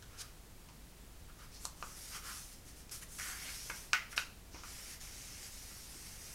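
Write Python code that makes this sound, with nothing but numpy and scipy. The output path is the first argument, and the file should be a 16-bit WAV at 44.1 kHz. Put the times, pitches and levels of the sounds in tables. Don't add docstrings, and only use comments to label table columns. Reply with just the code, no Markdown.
import sys
import numpy as np
from scipy import signal
from scipy.fft import rfft, irfft
from scipy.io import wavfile
from scipy.ndimage import uniform_filter1d

SR = 44100
rng = np.random.default_rng(int(sys.argv[2]) if len(sys.argv) > 2 else 0)


def store_wav(level_fs):
    pcm = np.round(np.clip(np.atleast_2d(level_fs), -1, 1) * 32767)
    wavfile.write(sys.argv[1], SR, pcm.T.astype(np.int16))


N = 279594
TIME = np.arange(N) / SR
HAND_TIME = TIME[::32]


# (frequency [Hz], density [dB per Hz])
HISS_COLOUR = [(400, -12), (1000, -10), (2200, -5.5), (3700, -5), (4700, -2), (6300, -1.5), (7400, -2),
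               (9000, 0.5), (11500, -3), (14000, -8.5), (16000, -20)]
# (frequency [Hz], density [dB per Hz])
SHEET_COLOUR = [(300, -16), (850, 5.5), (1150, -5), (1300, -3), (2200, -2.5), (3000, -2.5), (3800, -13),
                (7000, -22)]
# (start [s], attack [s], hold [s], release [s], hiss level [dB], sheet level [dB],
#  hiss resonance [Hz], sheet resonance [Hz], hiss brightness [dB])
STROKES = [(0.062, 0.07, 0.11, 0.17, -67, -60.5, 5800, 1290, -5),
           (0.169, .042, 0.0077, 0.014, -45, -59, 5800, 1700, -5),
           (1.282, .012, .012, 0.027, -78, -59, 5500, 1230, -2),
           (1.379, .012, 0.065, 0.044, -64, -57.5, 5000, 1240, -3),
           (1.505, .042, 0.018, .1, -56.5, -76, 5300, 1980, -7),
           (1.589, 0.063, .008, .04, -50, -68, 6450, 1170, 0),
           (1.735, 0.14, 0.051, 0.091, -55, -61.5, 6200, 1230, -0.5),
           (1.929, 0.047, 0.15, 0.088, -52, -65, 5350, 1690, 0.5),
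           (2.10, 0.056, .012, 0.067, -46.5, -47, 5460, 1390, -2),
           (2.202, 0.06, 0.062, 0.1, -49.5, -48, 5500, 1290, 1),
           (2.291, 0.057, 0.043, 0.23, -50.5, -73, 6000, 1500, 0.5),
           (2.497, 0.033, .01, 0.055, -56, -73, 5400, 1500, -1),
           (2.639, .045, .01, 0.08, -57, -79, 6100, 1550, -0.5),
           (2.734, .05, .02, .06, -58, -73, 5850, 1760, -1),
           (2.91, 0.0052, 0.033, 0.086, -47, -61, 5540, 1440, 2.5),
           (3.009, 0.016, .008, 0.03, -50, -52, 6350, 1900, 2),
           (3.064, 0.062, 0.18, .08, -53, -75, 6350, 1690, 3),
           (3.181, .007, 0.14, 0.12, -48, -47.5, 6150, 1650, -0.5),
           (3.329, 0.098, 0.071, 0.17, -48, -49, 5250, 2100, -3.5),
           (3.484, .07, 0.14, 0.14, -49, -64, 5670, 2400, -1),
           (3.717, 0.05, .015, 0.23, -50.5, -62, 5300, 2100, 0),
           (3.93, 0.0054, 0.0047, 0.097, -50, -34, 5500, 1980, -14),
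           (4.089, 0.033, 0.012, 0.031, -53, -57, 5300, 1876, 0),
           (4.16, .005, 0.022, 0.076, -44, -52, 5840, 1890, -5),
           (4.508, 0.032, 0.067, 0.11, -56.5, -63, 5800, 1400, -14),
           (4.618, 0.047, 0.28, 0.066, -52, -58, 5730, 2050, -1),
           (4.993, .02, 0.44, 0.16, -53, -61, 5800, 2200, -3),
           (5.36, 0.08, 0.03, 0.055, -52, -59, 5750, 1840, -1),
           (5.467, 0.074, .9, .1, -53.5, -65, 5700, 2040, -1)]
FIRMNESS = 1.02


def rubbing():
    *timing, hiss_db, sheet_db, hiss_hz, sheet_hz, bright_db = np.transpose(STROKES)
    strokes = np.array([pressure(*row) for row in zip(*timing)]) * waver()

    hiss_strokes = amp(hiss_db)[:, None] * strokes
    hiss_level, hiss_centre, brightness = together(hiss_strokes, hiss_hz, bright_db)
    hiss_slips = grains(per_s=2500, spread_db=3.0, share=0.26)
    hiss = friction(hiss_slips, HISS_COLOUR, hiss_level, hiss_centre, brightness,
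                    peak_db=4.5, octaves=0.24, patchy_db=2.0)

    sheet_strokes = amp(sheet_db)[:, None] * strokes ** FIRMNESS
    sheet_level, sheet_centre = together(sheet_strokes, sheet_hz)
    sheet_slips = grains(per_s=700, spread_db=4, share=0.19)
    sheet = friction(sheet_slips, SHEET_COLOUR, sheet_level, sheet_centre, np.zeros(N),
                     peak_db=9.5, octaves=0.34, patchy_db=0.5)

    radiation = signal.butter(8, 1170, "high", fs=SR, output="sos")
    radiated = signal.sosfilt(radiation, sheet)
    return hiss + amp(-0.85) * radiated + amp(-13.5) * sheet


def pressure(start, attack, hold, release):
    t = HAND_TIME - start
    bearing_down = np.clip(t / attack, 0, 1)
    return bearing_down * amp(-20 * np.maximum(t - attack - hold, 0) / release)


UNEVEN_DB, UNEVEN_S = 0.77, 0.037


def waver():
    steps = rng.standard_normal(size=1000)
    return amp(UNEVEN_DB * np.interp(HAND_TIME / UNEVEN_S, np.arange(len(steps)), steps))


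def together(levels, *settings):
    power = levels ** 2 + 1e-14
    total = power.sum(axis=0)
    curves = [np.sqrt(total)]
    for values in settings:
        curves.append((values[:, None] * power).sum(axis=0) / total)
    return [np.interp(TIME, HAND_TIME, curve) for curve in curves]


def grains(per_s, spread_db, share):
    size = amp(spread_db * np.minimum(rng.exponential(1, N), 4)) * rng.choice([-1, 1], N)
    clicks = evened(size * (rng.random(N) < per_s / SR))
    share = np.clip(share, 0, 1)
    return np.sqrt(share) * clicks + np.sqrt(1 - share) * rng.standard_normal(N)


def friction(drive, colour, level, centre_hz, bright_db, peak_db, octaves, patchy_db):
    hz, t, z = signal.stft(drive, SR, nperseg=512, noverlap=384)
    hz = hz[:, None]
    resonance = peak_db * hump(hz, np.interp(t, TIME, centre_hz), octaves)
    shelf = np.interp(t, TIME, bright_db) * read([(6000, 0.088), (9000, 0.91)], hz)
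    patches = uniform_filter1d(rng.standard_normal(z.shape), size=14, axis=1)
    patches = evened(uniform_filter1d(patches, size=4, axis=0))
    gain = amp(read(colour, hz) + resonance + shelf + patchy_db * patches)
    gain /= np.sqrt(np.mean(gain ** 2, axis=0))
    return level * signal.istft(z * gain, SR, nperseg=512, noverlap=384)[1][:N]


# (time [s], thud level [dB], panel pitch [Hz], panel level [dB], overtone pitch [Hz], overtone level [dB],
#  crack centre [Hz], crack level [dB], room send [dB], sheet ring send [dB])
SNAPS = [(0.0247, -73, 1580, -55, 3140, -51, 5520, -45.5, 5, -8),
         (0.688, -61, 980, -53.5, 2580, -53, 5340, -50, 5, -11),
         (1.653, -42, 1090, -36, 4340, -31.5, 7000, -23.5, -2, -21),
         (1.826, -37, 1210, -32, 2600, -36, 5000, -41, -1, -17),
         (2.8943, -66, 1410, -59, 2500, -49, 5660, -41.5, -1, -21),
         (3.198, -62, 1630, -45, 1980, -32, 6000, -33, -7, -11.5),
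         (3.6987, -42, 940, -44, 2160, -32.5, 6910, -54, 2.5, -14),
         (3.701, -46, 1580, -30.5, 2260, -30, 5300, -36, 0.5, -21),
         (3.932, -47, 1460, -20.5, 2520, -15, 5360, -17, -1.5, -8),
         (4.1288, -58, 1520, -46, 1930, -37, 6800, -58, 4.5, -18),
         (4.178, -33.5, 1510, -23, 2650, -17.5, 4000, -22.5, -1.5, -16.5),
         (4.546, -50, 985, -51, 2270, -45.5, 5640, -54, 8, -18),
         (4.6356, -51, 1290, -41, 2340, -44, 5480, -44, 3.5, -20),
         (5.7136, -61, 1380, -52, 2000, -46, 6000, -55, 0, -26)]


def snaps():
    direct, to_room, to_sheet = np.zeros((3, N))
    for s, *row, room_db, ring_db in SNAPS:
        pop = snap(row, skirt_db=-8, skirt_octaves=0.55)
        add(direct, s, pop)
        add(to_room, s, amp(room_db) * pop)
        add(to_sheet, s, amp(ring_db) * pop)
    room = room_response(tail_db=-5.0, dull_hz=4870)
    return direct + signal.fftconvolve(to_room, room)[:N] + sheet_ring(to_sheet)


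PANEL_RISE_S, OVERTONE_RISE_S = 0.00067, 0.0004
THUD_RATIO, THUD_RISE_S = 0.8, 0.00027
CRACK_OCTAVES, CRACK_CYCLES = 0.3, 3.22


def snap(row, skirt_db, skirt_octaves):
    thud_db, panel_hz, panel_db, overtone_hz, overtone_db, crack_hz, crack_db = row
    t = np.arange(1024) / SR
    hz = np.fft.rfftfreq(len(t), 1 / SR)

    envelope = swell(t, CRACK_CYCLES / crack_hz)
    burst = rfft(envelope * rng.standard_normal(len(t)))
    skirt = amp(skirt_db) * hump(hz, crack_hz, skirt_octaves)
    colour = hump(hz, crack_hz, CRACK_OCTAVES) + skirt
    crack = irfft(colour * np.exp(1j * np.angle(burst)))
    crack *= t < .01
    crack *= .5 * np.linalg.norm(envelope) / np.linalg.norm(crack)

    pop = amp(crack_db) * crack
    swings = [(THUD_RATIO * panel_hz, thud_db, THUD_RISE_S),
              (panel_hz, panel_db, PANEL_RISE_S),
              (overtone_hz, overtone_db, OVERTONE_RISE_S)]
    for f, db, rise in swings:
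        pop += amp(db) * swell(t, rise) * np.sin(2 * np.pi * f * t)
    return pop


# (frequency [Hz], relative level [dB])
SHEET_MODES = [(990, -16), (1211, 10.5), (1286, 13), (1486, 20), (1550, 5), (1667, 8), (1931, 16.5),
               (1982, -15), (2079, 12), (2185, 6.5), (2296, -23), (2403, -28), (2520, -14), (2756, -22),
               (2939, 3)]
# (frequency [Hz], time to fall 60 dB [s])
SHEET_DECAY = [(1000, 0.059), (1500, 0.12), (2100, 0.28), (2900, 0.14)]


def sheet_ring(x):
    t = np.arange(SR // 2) / SR
    modes = np.zeros(len(t))
    for hz, db in SHEET_MODES:
        decay = amp(db - 60 * t / read(SHEET_DECAY, hz))
        modes += decay * np.sin(2 * np.pi * (hz * t + rng.random()))
    return signal.fftconvolve(x, modes / np.linalg.norm(modes))[:N]


# (time [s], pitch [Hz], level [dB], rise [s])
PALM_PRESSES = [(4.542, 335, -49, 0.0023), (5.325, 398, -62, 0.0038), (5.950, 318, -55.5, 0.0052)]


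def presses():
    out, t = np.zeros(N), np.arange(SR // 10) / SR
    for s, hz, db, rise in PALM_PRESSES:
        add(out, s, amp(db) * swell(t, rise) * np.sin(2 * np.pi * hz * t))
    return out


# (delay [s], gain [signed ratio])
ECHOES = [(.0029, 0.25), (.0054, -.27), (.0092, .24), (.0120, -.22), (0.015, .3), (.0203, .28),
          (.0372, -.17), (.0445, .15)]


def room_response(tail_db, dull_hz):
    tail = room_tail(build_s=0.00027)
    echoes = np.zeros(len(tail))
    for delay, gain in ECHOES:
        add(echoes, delay, np.array([gain]))
    dulling = signal.butter(1, min(dull_hz, SR / 3), fs=SR)
    return amp(tail_db) * tail + signal.lfilter(*dulling, echoes)


# (frequency [Hz], time to fall 60 dB [s])
ROOM_DECAY = [(300, 0.72), (1300, 0.42), (2200, 0.34), (4000, 0.43), (9000, 0.24), (16000, 0.65)]


def room_tail(build_s):
    count = SR // 2
    taps = rng.choice([-1., 1.], count) * (rng.random(count) < .2)
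    hz, t, z = signal.stft(taps, SR, nperseg=256)
    decay = amp(-60 * t / read(ROOM_DECAY, hz)[:, None])
    tail = signal.istft(z * decay, SR, nperseg=256)[1]
    tail *= 1 - np.exp(-np.arange(len(tail)) / SR / build_s)
    return tail / np.linalg.norm(tail)


# (frequency [Hz], density [dB per Hz])
ROOM_FLOOR = [(8, -80.5), (25, -72), (36, -80.5), (70, -77.5), (100, -82.5), (160, -85), (300, -91.5),
              (600, -96.5), (1200, -100), (3000, -103), (9000, -104), (16000, -109)]
# (frequency [Hz], level [dB rms])
MAINS_HUM = [(48.1, -62)]


def still_room():
    hz = np.fft.rfftfreq(N, 1 / SR)
    noise = rfft(rng.standard_normal(N))
    air = irfft(noise * amp(read(ROOM_FLOOR, hz)), N) * np.sqrt(SR / 2)
    hum = np.zeros(N)
    for f, db in MAINS_HUM:
        hum += amp(db) * np.sqrt(2) * np.sin(2 * np.pi * (f * TIME + rng.random()))
    return air + hum


def amp(db):
    return 10 ** (np.asarray(db) / 20)


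def evened(x):
    return x / np.sqrt(np.mean(x ** 2) + 1e-20)


def read(points, hz):
    f, value = np.transpose(points)
    return np.interp(np.log(hz + 1), np.log(f + 1), value)


def add(mix, s, sound):
    part = mix[max(round(s * SR), 0):][:len(sound)]
    part += sound[:len(part)]


def hump(hz, centre_hz, octaves):
    return np.exp(-.5 * (np.log2((hz + 1) / centre_hz) / octaves) ** 2)


def swell(t, rise):
    u = np.maximum(t, 0) / rise
    return u * np.exp(1 - u)


def scene():
    hands = rubbing() + presses()
    hands_in_room = signal.fftconvolve(hands, room_tail(build_s=0.0023))[:N]
    sound = hands + amp(-6.5) * hands_in_room + snaps() + still_room()
    return np.array([sound, sound])


def record(dry):
    low_pass = signal.firwin(511, 15900, window=("kaiser", 9), fs=SR)
    return signal.oaconvolve(dry, low_pass[None], "same")


dry = scene()
out = record(dry)
store_wav(out)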